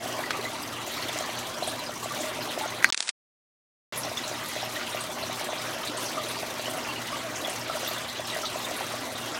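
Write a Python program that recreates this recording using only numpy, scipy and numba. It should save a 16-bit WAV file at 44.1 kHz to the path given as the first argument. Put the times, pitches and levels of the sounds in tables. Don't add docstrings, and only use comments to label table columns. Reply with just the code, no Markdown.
import sys
import numpy as np
from scipy import signal
from scipy.io import wavfile
from numba import njit

SR = 44100
rng = np.random.default_rng(int(sys.argv[2]) if len(sys.argv) > 2 else 0)


def log_audio(samples):
    frames = np.atleast_2d(samples).T
    limited = np.clip(frames, -1, 1)
    pcm = np.round(limited * 32767).astype(np.int16)
    wavfile.write(sys.argv[1], SR, pcm)


N = 414099

# hum pitch in Hz, then levels in dB of harmonics one, two and three.
PUMP_MOTORS = [(116.96, -55, -54, -70), (120.03, -57, -60, -60)]
# frequency in Hz, relative spectral level in dB.
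RUMBLE_SPECTRUM = [(25, -13.5), (45, -15.5), (72, -28.5), (87, 1), (110, -3), (168, 2), (210, -7.5),
                   (400, -13.5)]
# time in seconds, lift of large bubbles in dB, of small ones in dB.
FLOW_SWELLS = [(0.0, 2, 0), (0.36, 3, -0.5), (0.64, -1, -1), (1.001, 0, 2), (1.68, 0.5, -1),
               (1.999, -3, -2), (2.2, 2, 1.5), (2.721, -1.0, -1), (4.32, 0, -0.5), (4.399, -3.5, 1),
               (5.24, 0, 0.5), (7.28, 0, 0.0), (7.399, 3, 1.5), (7.6, -1, 0.5), (7.76, 2, 2.5),
               (8.08, -3.5, 0), (8.401, 0.5, 1.5), (9.359, 0, 0)]
# frequency in Hz, relative spectral level in dB.
WATER_SPECTRUM = [(130, -35), (220, -10.5), (298, -6), (456, -11.5), (607, -4), (663, -11), (867, -9),
                  (1190, -10), (1640, -13), (1970, -12), (2610, -13), (3940, -14), (4540, -19.5),
                  (10100, -28.5), (15500, -38)]
# centre in Hz, width in Hz, send level in dB.
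TANK_RESONANCES = [(259, 14, -4), (303, 11, -2), (370, 23, -5), (614, 33, 0.5), (754, 32, -0.5),
                   (963, 27, -7.5), (1175, 90, -6), (6050, 550, -9.5)]
# start in seconds, relative level in dB, pitch in Hz.
BIG_GLUGS = [(0.058, -25, 640), (0.19, -23.5, 603), (0.39, -23, 370), (0.44, -27, 640), (0.876, -31, 616),
             (1.092, -29, 614), (1.158, -28, 580), (1.207, -26, 611), (1.291, -27.5, 624),
             (1.624, -21.5, 624), (1.675, -23.5, 620), (1.893, -26.5, 606), (2.058, -25, 620),
             (2.207, -23, 283), (2.389, -25.5, 614), (2.475, -27, 726), (2.576, -23, 613),
             (2.658, -23, 607), (4.048, -26, 710), (4.115, -26.5, 605), (4.314, -25.5, 600),
             (4.563, -25, 576), (4.629, -24.5, 690), (4.947, -23.5, 616), (5.235, -26, 610),
             (5.297, -26.5, 614), (5.412, -26.5, 750), (5.488, -24.5, 590), (5.53, -24, 604),
             (5.764, -28, 607), (5.896, -20, 264), (5.947, -27, 600), (6.431, -25, 600),
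             (6.595, -26.5, 610), (6.68, -24.5, 590), (6.779, -26.5, 643), (7.424, -24, 282),
             (7.481, -26.5, 590), (7.697, -26.5, 614), (7.83, -25, 625), (7.912, -26, 600),
             (8.196, -24, 614), (8.363, -25.5, 614), (8.558, -25.5, 614), (8.713, -24, 606),
             (8.808, -24.5, 720), (8.939, -25, 600)]
# start in seconds, relative level in dB, pitch in Hz.
CLOSE_PLINKS = [(0.238, -22, 1910), (0.339, -28, 1225), (0.453, -22, 2000), (1.024, -26, 4250),
                (1.086, -24, 3450), (1.373, -28, 4350), (1.456, -27, 3360), (1.629, -22, 4000),
                (1.863, -27, 4980), (2.027, -33, 1134), (2.61, -28, 857), (2.639, -28, 1400),
                (2.676, -28, 6350), (4.034, -24, 5520), (4.172, -21, 3510), (4.244, -30, 3990),
                (4.555, -27, 2000), (4.623, -24, 5400), (4.76, -25, 1860), (4.972, -27, 2730),
                (5.228, -26, 4070), (5.815, -30, 1230), (6.171, -25.5, 1222), (6.358, -29.5, 2820),
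                (6.657, -24.5, 3000), (6.786, -28, 2760), (6.888, -27, 2730), (6.959, -25.5, 2830),
                (7.078, -28.5, 2940), (7.125, -26.5, 1194), (7.204, -29.5, 2014), (7.448, -22, 3420),
                (7.698, -24, 1313), (8.3, -20.5, 3860), (8.33, -29, 1945), (8.432, -26, 1340),
                (8.665, -32, 2210)]
# typical pitch in Hz, typical relative level in dB.
FAR_PLINK_SIZES = [(1200, -36.5), (2000, -41.5)]
# start in seconds, snap gain in dB, pitch in Hz, knock gain in dB.
CLOSE_DROPS = [(0.3068, -15.5, 1480, -24), (1.188, -22, 6700, -49), (2.827, -19, 1900, -42.5),
               (2.8445, 1.5, 1860, -31.5)]
# multiple of its pitch, relative level in dB, seconds to fade by 60 dB.
SNAP_PARTIALS = [(.87, -10, .03), (1.05, 1, 0.0099), (1.19, -9, .013), (2.5, -18.5, 0.0089),
                 (3.55, -10, 0.0044), (4.801, -14, 0.0053)]
# start in seconds, relative level in dB, pitch in Hz.
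BIG_SPRAYS = [(1.672, -28, 9400), (2.208, -32, 7350), (3.975, -25, 10700), (4.277, -31.5, 6400),
              (5.008, -32, 8750), (5.831, -32, 3560), (5.872, -32, 4050), (5.97, -31.5, 8600),
              (6.026, -33, 10500), (6.055, -33.5, 5700), (6.085, -33.5, 4500), (6.285, -32, 10100),
              (7.355, -32.5, 6350), (7.497, -31.5, 8800), (7.874, -30.5, 3920), (7.875, -28, 13400),
              (8.084, -30.5, 4000), (8.453, -29, 4020), (8.764, -31.5, 10300)]
# start in seconds, relative level in dB, band position in Hz, seconds to fade by 60 dB.
BREAKUP_CRACKLES = [(2.9, -13.5, 2640, 0.025), (2.924, -9, 5560, 0.027), (2.945, -11, 3100, 0.015),
                    (2.9755, -12.5, 4580, 0.014), (3.0046, -5, 5500, 0.0088), (3.025, -19, 5930, 0.036),
                    (3.074, -22, 3000, 0.027), (3.081, -15.5, 4650, 0.017), (3.0904, -9.5, 4250, 0.026)]
# start in seconds, end in seconds.
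DROPOUTS = [(2.903, 2.924), (3.112, 3.924)]

PLACES = 10
BREAKUP_S, CUTOFF_HZ = 2.903, 15900
TIME = np.arange(N) / SR


def from_db(db):
    return 10 ** (np.asarray(db) / 20)


def unit_rms(x):
    return x / np.sqrt(np.mean(x ** 2) + 1e-20)


def level_at(spectrum, hz):
    points_hz, points_db = np.transpose(spectrum)
    return np.interp(np.log(hz), np.log(points_hz), points_db)


def butter(x, hz, kind, order=2):
    sos = signal.butter(order, np.clip(hz, 10, .47 * SR), kind, fs=SR, output="sos")
    return signal.sosfilt(sos, x)


def add(out, s, sound):
    i = round(s * SR)
    out[i:i + len(sound)] += sound[:N - i]


def room(places, wet_db, tank_db, tank_t60=0.076, room_t60=0.18):
    t = np.arange(SR // 4) / SR

    def tail(t60):
        noise = rng.standard_normal((len(places), len(t)))
        return unit_rms(noise * from_db(-60 * t / t60)) / np.sqrt(len(t))

    response = from_db(tank_db) * tail(tank_t60) + from_db(wet_db) * tail(room_t60) + (t == 0)
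    response /= np.linalg.norm(response, axis=1, keepdims=True)
    return signal.oaconvolve(places.astype("f"), response.astype("f"), axes=1).sum(0)[:N]


def pumps(rumble_db=-52, wobble_db=-67, in_step_s=.111):
    t = TIME - in_step_s
    hum = sum(np.sqrt(2) * from_db(db) * np.sin(2 * np.pi * k * hz * t)
              for hz, *levels in PUMP_MOTORS for k, db in enumerate(levels, 1))
    wobble = from_db(wobble_db) * np.sin(np.pi * PUMP_MOTORS[0][0] * t)
    edges_hz = np.geomspace(20, 450, 17)
    rumble = np.zeros(N)
    for low, high in zip(edges_hz, edges_hz[1:]):
        band = butter(rng.standard_normal(N), [low, high], "band")
        rumble += from_db(level_at(RUMBLE_SPECTRUM, np.sqrt(low * high))) * band
    return hum + wobble + from_db(rumble_db) * unit_rms(rumble)


def wander(rate_hz, hop=40):
    pole = np.exp(-2 * np.pi * rate_hz * hop / SR)
    noise = rng.standard_normal(N // hop + 2002)
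    drift = signal.lfilter([1], [1, -2 * pole, pole * pole], noise)[2000:]
    return np.interp(np.arange(N) / hop, np.arange(len(drift)), unit_rms(drift))


def stream(wander_hz=4.4, large_wander_db=0.5, small_wander_db=0.63):
    times, large_db, small_db = np.transpose(FLOW_SWELLS)
    waver = wander(wander_hz)
    return (np.interp(TIME, times, large_db) + large_wander_db * waver,
            np.interp(TIME, times, small_db) + small_wander_db * waver)


def flow_db(flow, s, hz):
    large_db, small_db = (np.interp(s, TIME, db) for db in flow)
    smallness = np.interp(np.log(hz), np.log([500, 2500]), [0, 1])
    return large_db + (small_db - large_db) * smallness


@njit
def ring_bubbles(shape, place, start, size, phase_step, decay, rise):
    out = np.zeros(shape)
    for b in range(len(start)):
        phase, height = 0., size[b]
        fade, life = np.exp(-decay[b]), int(6 / decay[b])
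        for i in range(min(life, shape[1] - start[b])):
            out[place[b], start[b] + i] += height * np.sin(phase)
            phase += phase_step[b] * (1 + rise * i / life)
            height *= fade
    return out


def drops(s, db, hz, cycles, rise=0, bubbles=1, scatter=0, lag_s=0):
    lateness = rng.exponential(1, (len(s), bubbles)) * (np.arange(bubbles) > 0)
    start = (np.maximum(s[:, None] + lag_s * lateness, 0).ravel() * SR).astype(int)
    polarity = rng.choice([-1, 1], lateness.shape)
    size = (from_db(db)[:, None] * np.exp(-lateness / 2) * polarity).ravel()
    detune = np.exp(scatter * rng.standard_normal(lateness.shape) * (lateness > 0))
    pitch = np.minimum(hz[:, None] * detune, SR / 2).ravel()
    decay = np.log(1000) * pitch / (cycles * SR)
    place = rng.integers(0, PLACES, len(start))
    return ring_bubbles((PLACES, N), place, start, size, 2 * np.pi * pitch / SR, decay, float(rise))


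def trickle(flow, spread_db=1.72, low_hz=210, count=14000):
    s = rng.uniform(0, N / SR, count)
    hz = np.exp(rng.uniform(np.log(220), np.log(CUTOFF_HZ), count))
    size_db = spread_db * np.minimum(rng.exponential(1, count), 4)
    db = level_at(WATER_SPECTRUM, hz) + 20 * np.log10(hz) + size_db + flow_db(flow, s, hz)
    swarm = drops(s, db, hz, cycles=34, rise=0.12, bubbles=5, scatter=0.067, lag_s=.007)
    return unit_rms(butter(room(swarm, wet_db=5.5, tank_db=-8.5), low_hz, "high"))


def fizz(flow, per_s=520, spread_db=6.0, low_hz=2600, top_hz=9000):
    ticks = np.zeros((PLACES, N))
    for track in ticks:
        at = np.flatnonzero(rng.random(N) < per_s / PLACES / SR)
        size_db = spread_db * np.minimum(rng.exponential(1, len(at)), 4)
        track[at] = from_db(size_db) * rng.choice([-1, 1], len(at))
    bright = butter(room(ticks, wet_db=2.5, tank_db=5.5), low_hz, "high")
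    return unit_rms(butter(bright, top_hz, "low", order=1)) * from_db(flow_db(flow, TIME, top_hz))


def droplets(gain_db=-47, spread_db=3.0, count=380):
    s = rng.uniform(0, N / SR, count)
    hz = np.exp(rng.uniform(np.log(3400), np.log(13000), count))
    db = gain_db + level_at(WATER_SPECTRUM, hz) + 8 * np.log10(hz)
    db += spread_db * rng.standard_normal(count)
    pings = drops(s, db, hz, cycles=95, rise=0.041, bubbles=4, scatter=0.037, lag_s=.006)
    return room(pings, wet_db=-2.5, tank_db=1.5)


def tank_resonance(x, hz, width_hz):
    radius = np.exp(-np.pi * width_hz / SR)
    feedback = [1, -2 * radius * np.cos(2 * np.pi * hz / SR), radius ** 2]
    return signal.lfilter(np.array([1, 0, -1]) * (1 - radius ** 2) / 2, feedback, x)


def glugs(flow, big_gain_db=2, soft_db=-34, soft_hz=670, gap_s=.125, low_hz=420, count=90):
    run_s = gap_s * (np.arange(count) + rng.random(count))
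    run_db = soft_db + 1.5 * np.minimum(rng.standard_normal(count), 1.5) + flow_db(flow, run_s, soft_hz)
    run_hz = soft_hz * np.exp(0.14 * rng.standard_normal(count))
    big = np.array(BIG_GLUGS) + [0, big_gain_db, 0]
    s, db, hz = np.vstack([np.c_[run_s, run_db, run_hz], big]).T
    gulps = drops(s, db, hz, cycles=17, rise=0.6).sum(0)
    return butter(gulps, low_hz, "high", order=3)


def plinks(gain_db=-3.0):
    s, db, hz = np.transpose(CLOSE_PLINKS)
    rings = drops(s, db + gain_db, hz, cycles=100, rise=0.04, bubbles=4, scatter=0.04, lag_s=.009)
    return room(rings, wet_db=-5.0, tank_db=-7.5)


def far_plinks(size_scatter=0.057, spread_db=3.0, count=18):
    usual_hz, usual_db = np.array(FAR_PLINK_SIZES)[np.arange(count) % len(FAR_PLINK_SIZES)].T
    s = rng.uniform(0, N / SR, count)
    db = usual_db + spread_db * rng.standard_normal(count)
    hz = usual_hz * np.exp(size_scatter * rng.standard_normal(count))
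    return room(drops(s, db, hz, cycles=78, rise=0.037), wet_db=4.0, tank_db=-0.5)


def snaps(low_hz=1150):
    out, t = np.zeros(N), np.arange(SR // 10) / SR
    for s, db, hz, _ in CLOSE_DROPS:
        for multiple, partial_db, t60 in SNAP_PARTIALS:
            add(out, s, from_db(db + partial_db - 60 * t / t60) * np.sin(2 * np.pi * hz * multiple * t))
    return butter(room(out[None], wet_db=-28.5, tank_db=-17.0), low_hz, "high")


def knocks(thud_hz=694, thud_t60=0.027, splash_db=1, splash_t60=0.047, splash_top_hz=4200):
    out, t = np.zeros(N), np.arange(SR // 10) / SR
    for s, _, _, db in CLOSE_DROPS:
        thud = from_db(-60 * t / thud_t60) * np.sin(2 * np.pi * thud_hz * t)
        noise = unit_rms(butter(rng.standard_normal(len(t)), [thud_hz, splash_top_hz], "band"))
        splash = noise * from_db(splash_db - 60 * t / splash_t60)
        add(out, s, from_db(db) * (thud + splash))
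    return out


def sprays(gain_db=1, spread_db=2, low_hz=5000, top_hz=13500, count=60):
    soft_s = rng.uniform(0, N / SR, count)
    soft_db = -39 + spread_db * rng.standard_normal(count)
    soft_hz = rng.uniform(low_hz, top_hz, count)
    s, db, hz = np.vstack([np.c_[soft_s, soft_db, soft_hz], BIG_SPRAYS]).T
    bursts = drops(s, db + gain_db, hz, cycles=55, bubbles=30, scatter=0.08, lag_s=0.012)
    return room(bursts, wet_db=-1.5, tank_db=1.0)


def breakup(gain_db=-6, broad_db=-4, hiss_db=-37.5, low_hz=480, top_hz=9630):
    out, t = np.zeros(N), np.arange(SR // 20) / SR
    for s, db, hz, t60 in BREAKUP_CRACKLES:
        grit = rng.standard_normal(len(t))
        band = unit_rms(butter(grit, [hz / 2.95, hz * 1.33], "band", order=1))
        burst = unit_rms(band + from_db(broad_db) * grit)
        add(out, s, from_db(db + gain_db - 60 * t / t60) * burst)
    hiss = np.interp(TIME, [2.96, 2.975, 3.095, 3.11], [0, 1, 1, 0]) * rng.standard_normal(N)
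    thinned = butter(out + from_db(hiss_db) * hiss, low_hz, "high", order=1)
    return butter(thinned, top_hz, "low", order=20)


def scene(trickle_db=-36, fizz_db=-46):
    flow = stream()
    water = from_db(trickle_db) * trickle(flow) + from_db(fizz_db) * fizz(flow)
    water = water + glugs(flow) + droplets() + plinks() + far_plinks() + sprays()
    tank = sum(from_db(db) * tank_resonance(water, hz, width) for hz, width, db in TANK_RESONANCES)
    close = snaps() + knocks()
    heard = (TIME < BREAKUP_S) | (TIME > DROPOUTS[-1][1])
    return ((water + tank + close + pumps()) * heard + breakup())[None]


def record(dry):
    live = np.prod([(TIME < start) | (TIME > end) for start, end in DROPOUTS], axis=0)
    steep_lowpass = signal.ellip(10, .1, 70, CUTOFF_HZ, fs=SR, output="sos")
    return signal.sosfilt(steep_lowpass, np.clip(dry * live, -1, 1))


dry = scene()
out = record(dry)
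log_audio(out)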